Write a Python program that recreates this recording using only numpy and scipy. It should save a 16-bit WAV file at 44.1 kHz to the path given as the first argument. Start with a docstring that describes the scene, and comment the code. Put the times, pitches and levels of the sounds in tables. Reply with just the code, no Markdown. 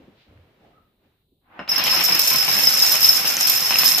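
"""Faint rustling and a few soft bumps are heard first, in a quiet room. Then a pyramid of plastic
dominoes gives way with a dull slide and collapses, slice by slice, onto a wooden floor.
Each impact of tile on tile excites a brief edge crack and free vibration in four shared modes.
Tiles that land drive the resonances of the boards, flat hits snap, and the room adds a short decay."""
import sys
import numpy as np
from scipy import signal
from scipy.fft import rfft, irfft
from scipy.io import wavfile
from scipy.ndimage import uniform_filter1d

SR = 44100
rng = np.random.default_rng(int(sys.argv[2]) if len(sys.argv) > 2 else 0)


def inscribe(sig):
    """Save sig as 16-bit PCM at rate SR to the path in sys.argv[1].

    A 1-D sig is mono; a 2-D sig holds one channel per row.
    Samples are clipped to [-1, 1] before scaling.
    """
    pcm = np.round(np.clip(np.atleast_2d(sig).T, -1, 1) * 32767)
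    wavfile.write(sys.argv[1], SR, pcm.astype(np.int16))


N = 176400

# Spectra of the sources. Each row: frequency in Hz, relative spectral density in dB.
AIR_SPECTRUM = [(25, 0.5), (49, -4.5), (415, -19), (1670, -55), (3930, -26.5), (5500, -54), (15000, -34)]
LOW_RUSTLE_SPECTRUM = [(40, 0), (130, 0), (300, -2), (600, -5.5), (1200, -24.5), (4000, -54)]
HIGH_RUSTLE_SPECTRUM = [(200, -19), (750, 4), (1400, 2.5), (2800, 0), (4200, -7.5), (6000, -17.5),
                        (15000, -34)]
SLIDE_SPECTRUM = [(40, -15), (130, -3), (300, 0.5), (450, -6.5), (750, 1.5), (1300, -2), (2900, -12.5),
                  (4000, -27.5), (8000, -49)]
BOARD_SPECTRUM = [(25, -29), (45, -22), (70, -19), (130, -4.5), (190, -7), (300, -5.5), (450, -5.5),
                  (750, 0.5), (1200, -0.5), (1900, 2), (2700, 5.5), (3600, -2.5), (5000, -2), (7000, -24.5),
                  (15000, -42)]
EDGE_SPECTRUM = [(300, -10.5), (2000, -3), (4000, 6.5), (6300, 8), (8500, 1.5), (10500, 3), (12500, 6.5),
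                 (14300, 4), (16000, -5.5)]
# Stereo balance. Each row: frequency in Hz, left minus right in dB.
BOARD_PAN = [(700, 0), (1250, 5), (2400, 2), (6000, -0.5)]
EDGE_PAN = [(1000, -8), (4500, 3), (8000, -1), (13000, -9.5)]
# Rustle before the fall. Each row: time in seconds, relative levels of the low and high bands in dB.
RUSTLE_LEVELS = [(0.01, -51, -60), (0.246, -67.5, -65), (0.304, -57, -62), (0.57, -63.5, -65),
                 (0.656, -56.5, -61), (0.976, -74.5, -78), (1.05, -63, -69), (1.224, -89, -78),
                 (1.334, -79, -111)]
# Soft bumps and scuffs. Each row: start in seconds, centre in Hz, half width in natural-log frequency,
# level in dB, rise in seconds, 60 dB decay time in seconds.
BUMPS = [(.078, 242, 0.27, -41.5, 0.0049, 0.077), (.13, 2970, 0.39, -59.5, 0.093, 0.33),
         (.28, 70, 0.41, -51, 0.012, 0.27), (.33, 95, 0.13, -47, 0.048, .3),
         (0.375, 1500, 0.43, -56, .001, .015), (.606, 735, 0.11, -58.5, 0.042, 0.5),
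         (.72, 1272, 0.04, -59, 0.05, 0.38), (1.319, 314, 0.18, -55.5, 0.0053, 0.04)]
# The first tiles lean and slide. Each row: time in seconds, relative level in dB.
SLIDE_LEVELS = [(1.41, -82), (1.48, -62), (1.52, -54), (1.61, -41.5), (1.68, -53), (1.74, -100)]
# Resonances of the boards. Each row: frequency in Hz, bandwidth in Hz, gain in dB.
BOARD_MODES = [(134.6, 21, -3.5), (186, 12.3, 6), (250, 36, -5.5), (646, 34, -12), (824, 25, -22),
               (1050, 23, -0.5), (1327, 32, -11)]
# Tiles raining on the boards. Each row: time in seconds, relative level in dB.
LANDING_LEVELS = [(1.68, -41), (1.79, -31), (2.02, -29), (2.04, -43), (2.08, -30), (2.27, -38),
                  (2.35, -28.5), (2.39, -35.5), (2.5, -31.5), (2.52, -33), (3.7, -36), (3.72, -32),
                  (3.74, -33.5), (3.83, -31), (3.87, -33), (3.98, -34)]
# Single heavy landings. Each row: start in seconds, relative level in dB.
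HEAVY_LANDINGS = [(1.677, -24), (1.779, -11.5), (1.878, -10), (2.314, -16), (2.479, -12), (3.245, -14.5),
                  (3.708, -11), (3.978, -19.5)]
# Flat hits. Each row: start in seconds, frequency in Hz, level in dB, 60 dB decay time in seconds.
SNAPS = [(1.861, 3150, -11, 0.0073), (2.219, 5700, -5, 0.0051), (3.3685, 6140, -1.5, 0.0033),
         (3.709, 2640, -9, 0.0043), (3.7575, 2670, -7.5, 0.013)]
# Modes of a tile. Each row: frequency in Hz, gain in dB, 60 dB decay time in seconds,
# left minus right in dB.
TILE_MODES = [(5235, -1, 0.055, 0.5), (5734, -12, 0.083, -3.5), (12007, -4.5, 0.037, -11),
              (13020, -6.5, 0.035, -6)]
# The collapse. Each row: time in seconds, relative levels of ringing and of hard edge contacts in dB.
COLLAPSE_LEVELS = [(1.68, -38, -37), (1.69, -20, -46), (1.72, -23, -38), (1.75, -57, -33), (1.76, -26, -33),
                   (1.79, -32, -61), (1.82, -43, -54), (1.85, -18, -29.5), (1.99, -19, -29),
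                   (2.03, -28, -31), (2.05, -14.5, -27), (2.07, -19.5, -28.5), (2.17, -18.5, -28.5),
                   (2.18, -31, -36), (2.19, -19.5, -24.5), (2.28, -20.5, -22), (2.4, -21.5, -28),
                   (2.52, -19, -26), (2.95, -15.5, -21.5), (2.98, -24.5, -31.5), (3.03, -12.5, -23),
                   (3.08, -21, -19.5), (3.09, -6.5, -30), (3.11, -25.5, -23), (3.16, -16.5, -21),
                   (3.23, -28.5, -33), (3.27, -16.5, -21.5), (3.36, -31.5, -32), (3.42, -15.5, -20.5),
                   (3.445, -27, -39), (3.465, -20, -23), (3.48, -19.5, -22), (3.56, -19.5, -25.5),
                   (3.78, -20.5, -27), (3.79, -18.5, -25.5), (3.83, -23, -25), (3.85, -15, -18),
                   (3.91, -20.5, -19), (3.94, -14, -25), (3.98, -33, -21.5)]
# The loudest clacks. Each row: start in seconds, relative level in dB, treble offset in dB.
LOUD_CLACKS = [(1.6928, -5, -22), (1.707, -4, -31), (1.716, 0.5, -33), (1.759, -3, -28), (1.7803, 0, -22.5),
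               (1.8378, -4, -18), (2.0384, -7.5, -8), (2.0496, -7.5, -9), (2.1495, -5.5, -17),
               (2.192, -9.5, -5.5), (2.2745, -16, -14), (2.3814, -0.5, -29), (2.494, -3, -36),
               (2.5224, -24, 0), (2.5838, -14.5, -7), (2.6708, 1.5, -36), (2.8255, -2, -13),
               (2.8636, -6, -14.5), (2.8998, -6, -38), (2.9205, -8, -9.5), (3.0058, -9, -11),
               (3.028, -9.5, -7), (3.0579, -11, -11), (3.0879, -3, -18), (3.408, -5, -18), (3.4515, 2, -28),
               (3.4712, -10.5, -4), (3.4962, -9.5, -3), (3.7858, -3, -10), (3.8488, -11.5, -9.5)]

CLACKS_PER_S, TICKS_PER_S, KNOCKS_PER_S = 330, 210, 420
SHOWER_DETUNE, SINGLE_DETUNE = 0.0075, 0.0025  # fractional scatter of the mode frequencies
PAN_SCATTER_DB = 2


def undb(db):
    return 10 ** (np.asarray(db) / 20)


def unit_rms(x):
    return x / np.sqrt(np.mean(x ** 2))


def decay(t, t60):
    return np.exp(-np.log(1000) * t / t60)


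def envelope(table, t, column=1):
    """Amplitude at times t, interpolated in dB; silent before the first row."""
    rows = np.array(table)
    return undb(np.interp(t, rows[:, 0], rows[:, column], left=-140))


def pan_gains(db):
    """Constant-power left and right gains for a level difference."""
    pair = undb(np.array([db, -np.asarray(db)]) / 2)
    return pair / np.sqrt(np.mean(pair ** 2, axis=0))


def spectrum(points):
    """Decibel values interpolated on a log-frequency axis."""
    hz, db = np.array(points).T
    return np.interp(np.log(np.fft.rfftfreq(N, 1 / SR) + 1), np.log(hz), db)


def butterworth(x, order, hz, kind):
    return signal.sosfilt(signal.butter(order, hz, kind, fs=SR, output="sos"), x)


def colour(x, points):
    """Minimum-phase filtering at unit power gain, by folding the cepstrum onto positive time."""
    gain = unit_rms(undb(spectrum(points)))
    cepstrum = irfft(np.log(gain))
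    cepstrum[1:N // 2] *= 2
    cepstrum[N // 2:] = 0
    response = irfft(np.exp(rfft(cepstrum)))[:2048]
    return signal.fftconvolve(x, response[None], axes=1)[:, :N]


def place(x, points):
    """Interaural level difference as a function of frequency."""
    response = np.roll(irfft(pan_gains(spectrum(points))), 64, axis=1)[:, :129]
    return signal.fftconvolve(x, response * np.hanning(129), mode="same", axes=1)


def add(out, start, sound):
    """Superposition of a short sound at a start time in seconds."""
    i = min(max(int(start * SR), 0), N)
    out[:, i:i + sound.shape[1]] += sound[:, :N - i]


def diffuse_noise(length, coherent_below_hz=1060):
    """A diffuse field is coherent at the two ears in the bass and uncorrelated above."""
    mid, side = rng.standard_normal((2, length))
    side = butterworth(side, 1, coherent_below_hz, "high")
    return np.array([mid + side, mid - side]) / np.sqrt(2)


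def reverberation(x, t60=0.24, gap_s=0.0026, spots=16):
    """Reflections decay exponentially; each spot where tiles land has its own impulse response."""
    t = np.arange(int(t60 * SR)) / SR
    responses = [diffuse_noise(SR)[:, :len(t)] * decay(t, t60) * (t >= gap_s) for _ in range(spots)]
    hop = 1024
    window = np.sin(np.pi * np.arange(2 * hop) / (2 * hop))
    out, padded = np.zeros((2, N)), np.pad(x, ((0, 0), (0, 2 * hop)))
    for k, i in enumerate(range(0, N, hop)):
        piece = padded[:, i:i + 2 * hop] * window
        if np.abs(piece).max() > 1e-6:
            response = responses[k % spots]
            response = response / np.sqrt(np.sum(response ** 2) / 2)
            add(out, i / SR, signal.fftconvolve(piece, response, axes=1))
    return out


def shower(start, per_s, scatter_db, share_s=0.037, clump_s=0.014, clump_db=2.5):
    """Times and sizes of random impacts: neighbours share the energy of the fall and come in clumps."""
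    count = int((N / SR - start) * per_s)
    jitter, quantile = rng.random((4000, 2))[:count].T
    times = start + (np.arange(count) + 2 * jitter) / per_s
    sizes = undb(-scatter_db * np.log(1 - quantile))
    local_power = uniform_filter1d(sizes ** 2, max(int(share_s * per_s), 2)) * per_s / SR
    clumps = rng.standard_normal(2000)[(times / clump_s).astype(int)]
    return times, sizes / np.sqrt(local_power) * unit_rms(undb(clump_db * np.tanh(clumps)))


def contacts(times, sizes, t60, lag_s=0.00011):
    """A brief contact is a broadband burst, located by interaural time and level differences."""
    out, t = np.zeros((2, N)), np.arange(1280) / SR
    for start, size, draws in zip(times, sizes, rng.standard_normal((2400, 1282))):
        lag, pan = draws[:2]
        crack = draws[2:] * decay(t, t60)
        crack *= size / np.sqrt(np.sum(crack ** 2))
        pair = np.array([np.interp(t - lag_s * max(ear * lag, 0), t, crack, left=0) for ear in (1, -1)])
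        add(out, start, pair * pan_gains(PAN_SCATTER_DB * pan)[:, None])
    side = butterworth((out[0] - out[1]) / 2, 1, 300, "high")  # the bass stays central
    return out.mean(axis=0) + np.array([side, -side])


def tile_ringing(times, soft, hard, detune, swell_s=0.0022, scatter_db=2.5, phase_scatter_rad=1.48):
    """Free vibration is a sum of damped modes; only a hard contact excites the upper pair."""
    out, t = np.zeros((2, N)), np.arange(2400, dtype=np.float32) / SR
    draws = rng.standard_normal((4000, 4, 4))
    drives = (soft, np.sqrt(soft) * np.sqrt(hard), hard, hard)
    for k, (hz, db, t60, pan_db) in enumerate(TILE_MODES):
        rise = swell_s if k < 2 else swell_s / 4  # the contact chatters, so the lower modes build up
        shape = np.minimum(t / rise, 1) * decay(np.maximum(t - rise, 0), t60)
        for start, size, (pitch, phase, level, pan) in zip(times, drives[k], draws[:, k]):
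            tile_hz = hz * (1 + detune * np.sinh(np.clip(pitch, -2, 2)))
            ear_phases = np.array([[0], [phase_scatter_rad * phase]])
            wave = np.sin(2 * np.pi * tile_hz * t + ear_phases) * shape
            gain = size * undb(db + scatter_db * np.tanh(level))
            add(out, start, gain * wave * pan_gains(pan_db + PAN_SCATTER_DB * pan)[:, None])
    return out


def quiet_room():
    """Still air, rustling, bumps and scuffs are filtered noise, each with its own envelope."""
    t = np.arange(N) / SR
    out = unit_rms(colour(diffuse_noise(N), AIR_SPECTRUM)) * undb(-65.5)
    rustle_t = np.maximum(t, RUSTLE_LEVELS[0][0])
    for band, column, db in ((LOW_RUSTLE_SPECTRUM, 1, 3.5), (HIGH_RUSTLE_SPECTRUM, 2, -1)):
        out += colour(diffuse_noise(N), band) * envelope(RUSTLE_LEVELS, rustle_t, column) * undb(db)
    for start, hz, width, db, rise, t60 in BUMPS:
        bump = unit_rms(butterworth(diffuse_noise(N), 3, hz * np.exp([-width, width]), "band"))
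        shape = np.clip((t - start) / rise, 0, 1) * decay(np.maximum(t - start - rise, 0), t60)
        out += undb(db) * bump * shape
    return out


def first_topple(knock_s=1.592):
    """Sliding friction swells as the corner gives way; one soft knock weakly excites the lowest mode."""
    slide = diffuse_noise(N) * envelope(SLIDE_LEVELS, np.arange(N) / SR)
    knock = contacts([knock_s], [undb(-2.5)], t60=0.05)
    out = colour(slide + knock, SLIDE_SPECTRUM)
    out += tile_ringing([knock_s], soft=[undb(-45.5)], hard=[0], detune=SINGLE_DETUNE)
    return out + undb(0.5) * reverberation(out)


def floor_knocks(contact_t60=0.021):
    """Landing tiles excite the boards, which respond as a bank of damped resonators."""
    times, sizes = shower(LANDING_LEVELS[0][0], KNOCKS_PER_S, scatter_db=2)
    hits = contacts(times, sizes * envelope(LANDING_LEVELS, times) * undb(4), contact_t60)
    times, heavy_db = np.array(HEAVY_LANDINGS).T
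    hits += contacts(times, undb(heavy_db + 15), contact_t60)
    resonance = sum(undb(db) * signal.lfilter(*signal.iirpeak(hz, hz / width, fs=SR), hits)
                    for hz, width, db in BOARD_MODES)
    out = colour(hits + resonance, BOARD_SPECTRUM)
    return place(out + undb(1) * reverberation(out), BOARD_PAN)


def flat_snaps():
    """A tile hitting flat gives a heavily damped oscillation at one frequency."""
    out, t = np.zeros((2, N)), np.arange(1024) / SR
    for start, hz, db, t60 in SNAPS:
        snap = undb(db) * np.sin(2 * np.pi * hz * t) * decay(t, t60)
        add(out, start, np.tile(snap, (2, 1)))
    return out + undb(-9.5) * reverberation(out)


def tile_clatter():
    """Collisions of tile on tile superpose: modal ringing and broadband edge ticks form a clatter."""
    times, sizes = shower(COLLAPSE_LEVELS[0][0], CLACKS_PER_S, scatter_db=4)
    mode_energy = TILE_MODES[0][2] * SR / (4 * np.log(1000))  # of a damped sine of unit amplitude
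    sizes /= np.sqrt(mode_energy)
    soft = sizes * envelope(COLLAPSE_LEVELS, times) * undb(-3)
    hard = sizes * envelope(COLLAPSE_LEVELS, times, column=2) * undb(0.5)
    out = tile_ringing(times, soft, hard, SHOWER_DETUNE)
    times, sizes = shower(COLLAPSE_LEVELS[0][0], TICKS_PER_S, scatter_db=2)
    edges = contacts(times, sizes * envelope(COLLAPSE_LEVELS, times, column=2) * undb(-0.5), t60=0.027)
    times, db, treble_db = np.array(LOUD_CLACKS).T
    soft, hard = undb(db - 9), undb(db + treble_db + 8.5)
    out += tile_ringing(times, soft, hard, SINGLE_DETUNE)
    edges += contacts(times, hard * undb(10.5), t60=0.073)
    out += place(colour(edges, EDGE_SPECTRUM), EDGE_PAN)
    return out + undb(-3) * reverberation(out)


def scene():
    """Sound pressures from the separate sources add linearly."""
    return quiet_room() + first_topple() + tile_clatter() + floor_knocks() + flat_snaps()


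def record(dry, low_cut_hz=54, ceiling=0.99, top_hz=15300):
    """Band limiting removes the rumble and the highest treble; clipping flattens the loudest peaks."""
    clipped = np.clip(butterworth(dry, 2, low_cut_hz, "high"), -ceiling, ceiling)
    return signal.sosfilt(signal.ellip(10, .2, 80, top_hz, fs=SR, output="sos"), clipped)


dry = scene()
out = record(dry)
inscribe(out)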